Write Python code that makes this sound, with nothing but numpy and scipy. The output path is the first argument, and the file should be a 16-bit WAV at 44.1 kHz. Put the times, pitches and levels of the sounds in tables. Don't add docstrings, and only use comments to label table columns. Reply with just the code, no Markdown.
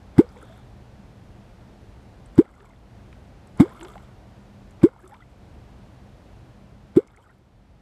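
import sys
import numpy as np
from scipy import signal
from scipy.fft import rfft, irfft
from scipy.io import wavfile
from scipy.ndimage import uniform_filter1d

SR = 44100
rng = np.random.default_rng(int(sys.argv[2]) if len(sys.argv) > 2 else 0)


def waveform_to_disk(signal):
    frames = np.transpose(np.atleast_2d(signal))
    scaled = np.clip(frames, -1, 1) * 32767
    samples = np.round(scaled).astype(np.int16)
    wavfile.write(sys.argv[1], SR, samples)


N = 344421
TIME = np.arange(N) / SR

# pinch-off in seconds, plop level in dB, first pitch
# in Hz, initial rise in Hz per second, t60 in seconds, push level in dB, push length in seconds,
# then the levels of entry, wash, gurgle and spray in dB.
CLONK_STROKES = [(0.1890, 5, 233, 12550, 0.037, -5.5, 0.0088, -21, -52, -58, -61.5),
                 (2.387, 5, 253, 10070, 0.038, -8, 0.0092, -24.5, -48.5, -56, -66.5),
                 (3.6046, -6, 244.6, 3610, 0.067, -0.1, 0.0063, -17.5, -39, -51.5, -54),
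                 (4.8385, 1.5, 282, 6400, 0.047, -4.5, 0.00716, -23, -48.5, -54.5, -63),
                 (6.9698, 2.2, 290.4, 9220, 0.039, -10.5, 0.0076, -28, -48, -58.5, -68.5)]
# frequency in Hz, relative density in dB.
SPLASH_SPECTRUM = [(300, 6), (500, 7), (660, -2), (900, 1.5), (1430, -1), (1850, -12), (2170, -3.5),
                   (2520, -20), (3450, -13), (4200, -23), (5000, -20), (6300, -28.5), (7900, -17),
                   (9250, -29), (11600, -25), (15000, -33.5)]
# start in seconds, level in dB, first pitch in Hz,
# climb in octaves per second, length in seconds.
LARGE_BUBBLES = [(0.225, -36, 472, 0, 0.031), (0.348, -45.5, 762, 8.5, .035), (0.356, -48, 460, 4.5, 0.061),
                 (0.426, -45, 410, 19, 0.032), (0.426, -47, 1280, 13, .018), (0.483, -48.5, 630, 2, 0.08),
                 (2.596, -51.5, 390, 3.5, .06), (3.651, -39, 470, 11, 0.036), (3.71, -45.5, 980, 8, 0.032),
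                 (3.75, -43, 1150, 7, 0.027), (3.792, -37.5, 320, 3.5, 0.1), (3.952, -38, 600, 22, 0.028),
                 (5.03, -46.5, 345, 3, .066), (5.1, -46, 490, 22, 0.021), (5.112, -40, 789, 9.5, 0.046),
                 (5.2, -49, 1303, 4.5, 0.029), (5.22, -50.5, 1900, 9.5, .015),
                 (7.169, -54.5, 400, 11, 0.044), (7.18, -54, 820, 5, .03), (7.297, -54, 1500, -1, 0.03)]
# start in seconds, peak in dB,
# pitch in Hz, relative bandwidth.
HEAVY_DROPS = [(0.2895, -51, 4700, .14), (0.361, -45, 854, .2), (0.369, -45, 2080, 0.11),
               (0.4147, -43, 1290, .18), (0.425, -40, 620, 0.22), (0.426, -49, 8900, .25),
               (2.2587, -49.5, 8400, .08), (2.355, -50, 8200, .15), (2.452, -49, 1940, 0.15),
               (2.6043, -44.5, 1375, .33), (2.6438, -45, 1030, 0.19), (2.734, -51, 1860, 0.19),
               (3.1273, -42.5, 1600, 0.65), (3.4717, -52, 7500, 0.35), (3.5733, -48, 8040, 0.22),
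               (3.81, -33.5, 1570, 0.69), (3.83, -38.5, 7550, 0.068), (3.848, -37.5, 1810, 0.93),
               (3.955, -35.5, 774, 0.33), (3.978, -41, 1600, 0.94), (4.7082, -51, 8250, 0.23),
               (4.816, -45, 2200, 0.092), (4.8882, -38, 1050, .27), (4.9623, -44, 790, 0.2),
               (5.0401, -50, 1200, .7), (5.076, -46.5, 8360, 0.18), (5.1413, -43, 2260, 0.32),
               (7.0342, -53, 1250, .25), (7.0733, -50.5, 5900, 0.42), (7.083, -52.5, 2190, 0.07),
               (7.1628, -53, 7700, 0.23), (7.1729, -46.5, 2060, .1)]
# frequency in Hz, relative density in dB.
SPRAY_SPECTRUM = [(400, 5), (900, 1), (1400, 7.5), (1800, -19.5), (2150, 3.5), (2550, -18), (3500, -14.5),
                  (4500, -45.5), (7900, -21.5), (15000, -51.5)]
# frequency in Hz, relative density in dB.
CRACKLE_SPECTRUM = [(1000, -13), (3500, -8), (6200, -13), (7900, 0), (9200, -18.5), (11500, -5.5),
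                    (13000, -25.5), (15000, -6)]
# pitch in Hz, relative level in dB.
PLINK_LEVELS = [(650, 7), (1000, 0.5), (1450, 5), (1800, -14), (2150, -3), (2500, -17), (3500, 2.5)]
# frequency in Hz, relative density in dB.
AIR_SPECTRUM = [(15, -38), (25, -11.5), (49, 5), (93, -1), (125, 2.5), (150, -8), (196, -4), (224, -8.5),
                (427, -17), (729, -18.5), (1150, -26.5), (1460, -28), (2020, -31.5), (4150, -38),
                (15000, -54.5)]
# pitch in Hz, level against the rumble in dB.
DRONE_TONES = [(123.8, -15), (200, -13.5)]
# start in seconds, depth in dB, sinking and recovery in seconds.
BACKGROUND_DIPS = [(2.36, 7, 0.061, .52), (4.82, 7.5, 0.074, .55), (6.3, 2.5, .6, .3), (6.93, 9, .12, 1.3)]


def plops(top_hz=590, swell_s=0.0058, close_s=0.0036):
    out = np.zeros(N)
    for s, plop_db, first_hz, rise, t60, push_db, push_s, *_ in CLONK_STROKES:
        near, age = around(s)
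        ring_age = np.maximum(age, 0)
        push = from_db(push_db) * np.interp(age / push_s, [-1.15, -.87, -.55, 0], [0, -.29, .8, -1.15])
        span_hz = top_hz - first_hz
        hz = first_hz + span_hz * np.tanh(rise * ring_age / span_hz)
        phase = 2 * np.pi * np.cumsum(hz * (age > 0)) / SR
        level = from_db(plop_db) * (1 + ring_age / swell_s) * decay(age, t60)
        closed = 1 - np.exp(-ring_age / close_s)
        out[near] += ((1 - closed) * push - closed * level) * np.cos(phase)
    return cut(uniform_filter1d(out, size=21), 75, "high")


def splashes(entry_s=0.0032, tear_db=-6, tear_s=0.00081, snap_db=-3, snap_s=0.0034, snap_width_s=0.0017,
             swish_db=-15, swish_s=.012):
    power, wash = np.zeros(N), np.zeros(N)
    for s, *_, push_s, entry_db, wash_db, _, _ in CLONK_STROKES:
        near, age = around(s)
        wet_age = age + 1.02 * push_s
        entry = np.clip(wet_age / entry_s, 0, 1) * decay(wet_age - entry_s, t60=0.025)
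        tear = from_db(tear_db) * np.clip(age / tear_s, 0, 1) * decay(age - tear_s, t60=0.1)
        snap = from_db(snap_db) * bell_curve(age - snap_s, snap_width_s)
        power[near] += from_db(entry_db) ** 2 * (entry ** 2 + tear ** 2 + snap ** 2)
        wash[near] += from_db(entry_db + swish_db) * np.exp(-np.abs(wet_age) / swish_s)
        wash[near] += from_db(wash_db) * (age > 0) * decay(age, t60=0.62)
    slosh = cut(wash * grains(per_s=2000, spread_db=5), 5000, "low", order=1)
    crackle = np.sqrt(power) * grains(per_s=10000, spread_db=3.5)
    return cut(coloured(crackle + slosh, SPLASH_SPECTRUM), 130, "high")


def boat_echoes(strokes, wall_hz=2500):
    dull = cut(strokes, wall_hz, "low", order=1)
    return -sum(from_db(echo_db) * np.interp(TIME - lag_s, TIME, dull)
                for lag_s, echo_db in [(.0079, -23), (.0131, -21.5)])


def bubbles(swell_share=.22, fall_db=16):
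    out = np.zeros(N)
    tremble = 1 + 0.42 * drift(70)
    wobble = 1 + 0.056 * drift(130)
    for s, level_db, first_hz, climb, length_s in LARGE_BUBBLES + gurgle():
        near, age = around(s)
        life = np.clip(age / length_s, 0, 4)
        hz = first_hz * 2 ** (climb * life * length_s) * wobble[near]
        level = np.minimum(life / swell_share, 1) * from_db(level_db - fall_db * life ** 2)
        out[near] += level * np.sin(2 * np.pi * np.cumsum(hz) / SR)
    return out * tremble


def gurgle(count=30, delay_s=0.045, run_s=0.29, bubble_s=.012, first_hz=934, last_hz=1207,
           scatter_oct=.45, scatter_db=2.5, climb_oct_per_s=6):
    rows = []
    for s, *_, gurgle_db, _ in CLONK_STROKES:
        progress = (np.arange(count) + rng.random(count)) / count
        for share, (detune, strength) in zip(progress, rng.standard_normal((count, 2))):
            hz = first_hz * (last_hz / first_hz) ** share * 2 ** (scatter_oct * detune)
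            start_s = s + delay_s + share * run_s
            rows.append((start_s, gurgle_db + scatter_db * strength, hz, climb_oct_per_s, bubble_s))
    return rows


def drops(rise_s=0.0013, t60=0.02, ring_gain=0.36):
    out = np.zeros(N)
    for s, peak_db, hz, width in HEAVY_DROPS + fine_drops():
        near, age = around(s)
        fizz = band(rng.standard_normal(len(age)), hz, width) * decay(age, t60)
        ring = ring_gain * np.sin(2 * np.pi * hz * age) * decay(age, t60 / (1 + width))
        ping = (fizz + ring) * np.clip(age / rise_s, 0, 1)
        out[near] += from_db(peak_db) * ping / np.abs(ping).max()
    return out


def fine_drops(count=20, low_hz=6800, high_hz=12500, tick_db=-1.5, scatter_db=3, width=0.16,
               flight_s=0.2, scatter_s=0.082):
    rows = []
    for s, *_, spray_db in CLONK_STROKES:
        for late, strength in rng.standard_normal((count, 2)):
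            start_s = s + abs(flight_s + scatter_s * late)
            hz = low_hz * (high_hz / low_hz) ** rng.random()
            rows.append((start_s, spray_db + tick_db + scatter_db * strength, hz, width))
    return rows


def spray(flight_s=0.27, scatter_s=.13, fizz_db=-2, plink_db=-3, crackle_db=-11.5, clump_db=4):
    shower = sum(from_db(spray_db) * bell_curve(TIME - s - flight_s, scatter_s) * (TIME > s)
                 for s, *_, spray_db in CLONK_STROKES)
    fizz = coloured(shower * grains(per_s=1700, spread_db=4.5), SPRAY_SPECTRUM)
    clumps = from_db(clump_db * drift(40))
    crackle = coloured(shower * clumps * grains(per_s=1200, spread_db=3), CRACKLE_SPECTRUM)
    return from_db(fizz_db) * fizz + from_db(crackle_db) * crackle + from_db(plink_db) * plinks(shower)


def plinks(shower, t60_cycles=36, count=22):
    out = np.zeros(N)
    pitches, levels_db = np.transpose(PLINK_LEVELS)
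    for hz in np.geomspace(pitches[0], pitches[-1], count):
        radius, angle = from_db(-60 * hz / (t60_cycles * SR)), 2 * np.pi * hz / SR
        impacts = shower * grains(per_s=14, spread_db=3.3) + 1e-18
        ring = signal.lfilter([0, np.sin(angle)], [1, -2 * radius * np.cos(angle), radius ** 2], impacts)
        equal_power = np.sqrt(2 * (1 - radius ** 2) / count)
        out += from_db(np.interp(hz, pitches, levels_db)) * equal_power * ring
    return out


def sizzle(peak_s=0.48, spread_s=.1, level_db=-66):
    foam = band(grains(per_s=2000, spread_db=1), hz=3445, width=.07)
    return from_db(level_db) * bell_curve(TIME - peak_s, spread_s) * foam


def lake_air(split_hz=300, rumble_db=-48, hiss_db=-55.5, waver=0.33, wander_hz=1.5):
    air = coloured(rng.standard_normal(N), AIR_SPECTRUM)
    rumble = signal.sosfiltfilt(signal.butter(2, split_hz, fs=SR, output="sos"), air)
    hiss = rms_one(air - rumble)
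    drone = np.zeros(N)
    for hz, tone_db in DRONE_TONES:
        phase = 2 * np.pi * np.cumsum(hz + wander_hz * drift(2.8)) / SR
        drone += from_db(tone_db) * np.sqrt(2) * np.sin(phase) * (1 + waver * drift(3.3))
    return from_db(rumble_db) * (rms_one(rumble) + drone) + from_db(hiss_db) * hiss


def dips():
    sunk_db = np.zeros(N)
    for s, depth_db, sink_s, recover_s in BACKGROUND_DIPS:
        sinking = np.clip((TIME - s) / sink_s, 0, 1)
        recovery = np.clip((TIME - s - sink_s) / recover_s, 0, 1) ** 2
        sunk_db += depth_db * sinking * (1 - recovery)
    return from_db(-sunk_db)


def from_db(db):
    return 10 ** (np.asarray(db) / 20)


def rms_one(x):
    return x / np.sqrt(np.mean(x ** 2) + 1e-20)


def cut(x, hz, kind, order=2):
    sections = signal.butter(order, np.clip(hz, 10, .45 * SR), kind, fs=SR, output="sos")
    return signal.sosfilt(sections, x + 1e-18)


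def band(x, hz, width):
    return rms_one(cut(x, [hz / (1 + width), hz * (1 + width)], "band"))


def drift(hz, step=40):
    pole = np.exp(-2 * np.pi * hz * step / SR)
    noise = rng.standard_normal(N // step + 2002)
    slow = signal.lfilter([1], [1, -2 * pole, pole ** 2], noise)[2000:]
    return np.interp(np.arange(N) / step, np.arange(len(slow)), rms_one(slow))


def coloured(x, spectrum, size=8192):
    hz, level_db = np.transpose(spectrum)
    grid_hz = np.linspace(0, SR / 2, size // 2 + 1)
    gain = from_db(np.interp(np.log(grid_hz + 1), np.log(hz), level_db))
    cepstrum = irfft(np.log(gain))
    cepstrum[1:size // 2] *= 2
    cepstrum[size // 2 + 1:] = 0
    response = irfft(np.exp(rfft(cepstrum)))
    return signal.fftconvolve(x, response / np.linalg.norm(response))[:N]


def grains(per_s, spread_db):
    sizes = from_db(spread_db * np.minimum(rng.exponential(1, N), 4))
    return rms_one(sizes * rng.choice([-1, 1], N) * (rng.random(N) < per_s / SR))


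def decay(age, t60):
    return from_db(-60 * np.maximum(age, 0) / t60)


def bell_curve(age, spread_s):
    return np.exp(-.5 * (age / spread_s) ** 2)


def around(s):
    near = slice(max(int((s - .5) * SR), 0), int((s + 1) * SR))
    return near, TIME[near] - s


def scene():
    strokes = plops() + splashes()
    settling = spray() + bubbles() + drops() + sizzle()
    return (strokes + boat_echoes(strokes) + settling + lake_air() * dips())[None]


def record(dry, hardness=24, soft_hz=14000, cutoff_hz=14800):
    rounded = dry / (1 + np.abs(dry) ** hardness) ** (1 / hardness)
    softened = cut(rounded, soft_hz, "low")
    return signal.sosfilt(signal.ellip(10, .1, 90, cutoff_hz, fs=SR, output="sos"), softened)


dry = scene()
out = record(dry)
waveform_to_disk(out)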